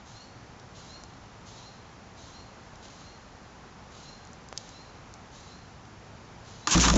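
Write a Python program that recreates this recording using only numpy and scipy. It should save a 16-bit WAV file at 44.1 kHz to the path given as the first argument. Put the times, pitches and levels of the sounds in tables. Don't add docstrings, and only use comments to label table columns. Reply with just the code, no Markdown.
import sys
import numpy as np
from scipy import signal
from scipy.fft import rfft, irfft, next_fast_len
from scipy.io import wavfile
from scipy.ndimage import uniform_filter1d

SR = 44100
rng = np.random.default_rng(int(sys.argv[2]) if len(sys.argv) > 2 else 0)


def materialize(psi):
    bounded = np.clip(np.atleast_2d(psi).T, -1, 1)
    quanta = np.round(bounded * 32767).astype(np.int16)
    wavfile.write(sys.argv[1], SR, quanta)


N = 307377
T = np.arange(N) / SR


def undb(db):
    return 10 ** (np.asarray(db) / 20)


def unit(x):
    return x / np.sqrt(np.mean(x ** 2))


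def add(out, start, x):
    i = int(np.clip(start * SR, 0, N - 1))
    out[i:i + len(x)] += x[:N - i]


def fade(t, t60):
    return np.exp(-np.log(1000) * t / t60)


def envelope(age, attack, hold, t60):
    return np.clip(age / attack, 0, 1) * fade(np.maximum(age - hold, 0), t60)


def noise(spectrum):
    hz, db = np.transpose(spectrum)
    size = next_fast_len(N)
    bins_hz = np.maximum(np.fft.rfftfreq(size, 1 / SR), 1)
    colour = undb(np.interp(np.log(bins_hz), np.log(hz), db))
    return unit(irfft(rfft(rng.standard_normal(size)) * colour, size)[:N])


def resonate(x, hz, q):
    return signal.lfilter(*signal.iirpeak(min(hz, SR / 3), max(q, .5), fs=SR), x)


def ring(modes):
    t = T[:SR // 2]
    return sum(undb(db) * np.sin(2 * np.pi * hz * t) * fade(t, t60) for hz, db, t60 in modes)


def walk(rate):
    step = max(int(SR / rate), 1)
    held = np.repeat(rng.standard_normal(N)[:N // step + 1], step)
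    return unit(uniform_filter1d(held, step)[:N])


def scatter(x, t60, wet_db, build_s):
    t = T[:SR]
    tail = rng.standard_normal(SR) * fade(t, t60) * np.minimum(t / build_s, 1)
    return x + undb(wet_db) * signal.fftconvolve(x, tail / np.linalg.norm(tail))[:N]


# (frequency [Hz], relative level [dB])
TRAFFIC_SPECTRUM = [(15, -46), (25, -9.5), (52, -4.5), (81, -3), (110, -6.5), (169, -5), (231, -7),
                    (301, -11.5), (534, -12.5), (695, -12.5), (747, -10), (1290, -15), (3530, -28),
                    (6580, -31), (7600, -36.5), (9880, -72), (16700, -120)]
# (time [s], relative level [dB])
ENGINE_LEVELS = [(0, -50.5), (2.2, -53.5), (3.3, -60), (4.2, -58), (6.3, -48)]


def distant_traffic(traffic_db=-49.14, engine_hz=112):
    traffic = noise(TRAFFIC_SPECTRUM) * undb(traffic_db + 0.5 * walk(1.63))
    drone = unit(resonate(resonate(rng.standard_normal(N), engine_hz, q=3.9), engine_hz, q=3.9))
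    drone_db = np.interp(T, *np.transpose(ENGINE_LEVELS)) - 6
    return traffic + drone * undb(drone_db)


# (rasp start [s], whistle start [s], pitch [Hz], rasp level [dB], whistle level [dB])
BIRD_CALLS = [(.05, 0.165, 1464, -57, -54.5), (.74, .91, 1428, -55.5, -55),
              (1.45, 1.632, 1418, -54.5, -57.5), (2.16, 2.341, 1430, -57, -57.5),
              (2.81, 3.058, 1426, -58.5, -59), (3.9, 4.069, 1402, -57.5, -55.5),
              (4.55, 4.744, 1392, -56.5, -55.5), (5.31, 5.504, 1410, -58.5, -60),
              (6.44, 6.647, 1420, -57, -55)]
# (multiple of the pitch, relative level [dB])
WHISTLE_PARTIALS = [(2, -10.5), (3, 0), (4, -9.5), (5, -14.5)]
# (frequency [Hz], relative level [dB])
RASP_SPECTRUM = [(2000, -32), (2900, -3), (3500, -3), (4000, 0.5), (4600, -4), (5400, -6.5), (6500, -2),
                 (7800, -12)]


def bird(rasp_tone_db=-18, sag_db_per_s=23.5, shake_db=2.5, scoop=.11, glide_s=0.0481):
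    out = np.zeros(N)
    hold, t60 = 0.098, 0.2
    hoarse = noise(RASP_SPECTRUM) * undb(1.5 * walk(70))
    wobble = 1 + .013 * walk(330) + .007 * walk(45)
    shake = undb(shake_db * walk(120) - 3.5)
    for start, clear, hz, rasp_db, whistle_db in BIRD_CALLS:
        span = slice(int(start * SR), int((clear + hold + t60) * SR))
        rasp_age, whistle_age = T[span] - start, T[span] - clear
        rasp = envelope(rasp_age, attack=0.023, hold=clear - start, t60=.35)
        rasp *= undb(rasp_db - sag_db_per_s * rasp_age)
        whistle = undb(whistle_db) * envelope(whistle_age + 0.038, attack=0.048, hold=hold, t60=t60)
        flatness = scoop / (1 + np.exp(2 * (whistle_age + 0.00792) / glide_s))
        pitch = hz * (1 - flatness) * wobble[span]
        phase = 2 * np.pi * np.cumsum(pitch) / SR
        tone = unit(sum(undb(db) * np.sin(k * phase) for k, db in WHISTLE_PARTIALS)) * shake[span]
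        out[span] += rasp * hoarse[span] + (whistle + undb(rasp_tone_db) * rasp) * tone
    return undb(0.5) * scatter(out, t60=0.87, wet_db=-4.0, build_s=0.013)


def faint_ticks(count=7, from_s=2.5, to_s=6.5, db=-50, hz=4800, spread_db=2, spread_octaves=.4):
    return [(from_s + (to_s - from_s) * when,
             db + spread_db * (2 * size - 1),
             hz * 2 ** (spread_octaves * (2 * colour - 1)))
            for when, size, colour in rng.random((count, 3))]


# (time [s], relative peak level [dB], centre frequency [Hz])
PLASTIC_TICKS = [(0.5982, -42.5, 5100), (1.037, -35, 5200), (2.7572, -44, 5340), (2.8545, -41, 3430),
                 (2.8833, -42, 4100), (4.251, -39, 6860), (4.2724, -42, 5820), (4.332, -37.5, 6760),
                 (4.487, -35.5, 6560), (4.5267, -35.5, 3920), (4.5762, -17, 5150), (4.6915, -36, 6210),
                 (5.1395, -34.5, 6600)]
# (time [s], level [dB])
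GRIP_KNOCKS = [(1.037, -33), (4.527, -23)]


def handling(tick_gain_db=2, chatter_db=-14, tick_q=1.24, knock_hz=620):
    out, t = np.zeros(N), T[:SR // 20]
    for start, db, hz in PLASTIC_TICKS + faint_ticks():
        slip = undb(chatter_db) * rng.standard_normal(len(t)) * fade(t, t60=0.016) / 2
        slip[0] += 1
        tick = resonate(resonate(slip, hz, tick_q), hz, tick_q)
        add(out, start, undb(db + tick_gain_db) * tick / np.abs(tick).max())
    knock = np.cos(2 * np.pi * knock_hz * t) * fade(t, t60=0.0043)
    dull_knock = uniform_filter1d(knock, size=5, mode="constant")
    for start, db in GRIP_KNOCKS:
        add(out, start, undb(db) * dull_knock)
    return scatter(out, t60=.2, wet_db=-22, build_s=0.0079)


# (time [s], ring level [dB], crack level [dB], thud level [dB])
VALVE_CLACKS = [(6.6723, -14, -4, -33), (6.778, -17, -5, -25), (6.8824, -9, -1, -29),
                (6.8993, -9.5, 1.5, -30), (6.9385, -34, -14, -10)]
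# (frequency [Hz], relative level [dB], t60 [s])
VALVE_MODES = [(310.4, -17, 0.17), (858, -12, .04), (1034, -9, 0.062), (1192, 2.5, 0.024),
               (1404, -9, 0.052), (1755, -2, 0.015), (2380, -32, .05), (3450, -16, 0.046),
               (4020, -17, 0.039), (5600, -25, .08), (6650, -15, 0.058)]
# (frequency [Hz], relative level [dB])
JET_SPECTRUM = [(500, -17), (1500, -20), (2200, -5.5), (2900, -1.5), (4000, -5.5), (5100, -4), (6400, 1.5),
                (7200, -3.5), (8500, -2)]


def valve(thud_hz=190, overtone_hz=540, thud_t60=0.032):
    out, housing, grit = np.zeros(N), ring(VALVE_MODES), noise(JET_SPECTRUM)
    thud = ring([(thud_hz, 0, thud_t60), (overtone_hz, -4, thud_t60 / 2)])
    for start, ring_db, crack_db, thud_db in VALVE_CLACKS:
        add(out, start, undb(ring_db) * housing + undb(thud_db) * thud)
        out += undb(crack_db) * grit * (T >= start) * fade(np.abs(T - start), t60=0.0098)
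    return out


# (time [s], hold [s], jet level [dB])
MUZZLE_GUSHES = [(6.708, 0.042, -20), (6.797, 0.055, -19.5), (6.954, .006, -22.5)]
# (frequency [Hz], relative level [dB])
ROAR_SPECTRUM = [(150, -22), (310, -10), (430, -9), (750, -4.5), (1000, 7), (1300, -3.5), (1550, 1),
                 (2100, -8), (4000, -8), (8000, -30)]
# (frequency [Hz], relative level [dB])
BUFFET_SPECTRUM = [(30, -22), (90, -4.5), (175, 0.5), (310, 2.5), (420, -11.5), (650, -9), (1200, -36),
                   (4000, -57)]
# (time [s], boom level [dB], buffeting level [dB])
PRESSURE_SURGES = [(6.752, -15, -18.5), (6.8552, -27, -25.5), (6.907, -22.5, -37), (6.9415, -21.5, -24.5),
                   (6.9586, -25.5, -9)]


def rushing_air(leak_db=-31.5, attack_s=0.0019, spit_db=5.5, spit_s=0.0091, growth_s=0.043, sputter_db=2):
    opens = VALVE_CLACKS[0][0]
    jet = undb(leak_db) * envelope(T - opens, attack_s, hold=0, t60=3.7)
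    roar = undb(-4.5) * jet
    for start, hold, db in MUZZLE_GUSHES:
        age = T - start
        boost_db = spit_db * np.exp(-np.abs(age) / spit_s)
        gush = undb(db + boost_db) * envelope(age, attack_s, hold, t60=0.2)
        roar_vs_jet_db = np.interp(age, [0, growth_s], [-23, -2])
        jet = np.hypot(jet, gush)
        roar = np.hypot(roar, gush * undb(roar_vs_jet_db))
    buffet = undb(-19.5) * jet
    for start, _, db in PRESSURE_SURGES:
        surge = undb(db) * envelope(T - start, attack=0.0027, hold=0.02, t60=0.23)
        buffet = np.hypot(buffet, surge)
    sputter = undb(sputter_db * walk(600))
    flow = jet * noise(JET_SPECTRUM) + roar * noise(ROAR_SPECTRUM)
    return sputter * flow + buffet * noise(BUFFET_SPECTRUM)


# (frequency [Hz], relative level [dB], t60 [s])
BARREL_MODES = [(57.65, -2, 1), (115.4, -10, 0.44), (175.4, 5, 0.22), (324, -4, .18), (487, -10, 0.097)]


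def barrel():
    out, column = np.zeros(N), ring(BARREL_MODES)
    for start, db, _ in PRESSURE_SURGES:
        add(out, start, undb(db) * column)
    return out


def scene():
    cannon = scatter(valve() + rushing_air(), t60=0.54, wet_db=-18.5, build_s=0.02) + barrel()
    return (cannon + handling() + bird() + distant_traffic())[None]


def record(dry, ceiling_db=-15.5, presence_hz=6600, presence_db=-4, low_cut_hz=12, top_hz=7350):
    drive = dry / undb(ceiling_db)
    clipped = undb(ceiling_db) * drive / (1 + drive ** 4) ** (1 / 4)
    bright = clipped + undb(presence_db) * resonate(clipped, presence_hz, q=1.0)
    low_cut = signal.butter(1, low_cut_hz, "high", fs=SR, output="sos")
    top_cut = signal.cheby1(11, .2, top_hz, fs=SR, output="sos")
    return signal.sosfilt(top_cut, signal.sosfilt(low_cut, bright))


dry = scene()
out = record(dry)
materialize(out)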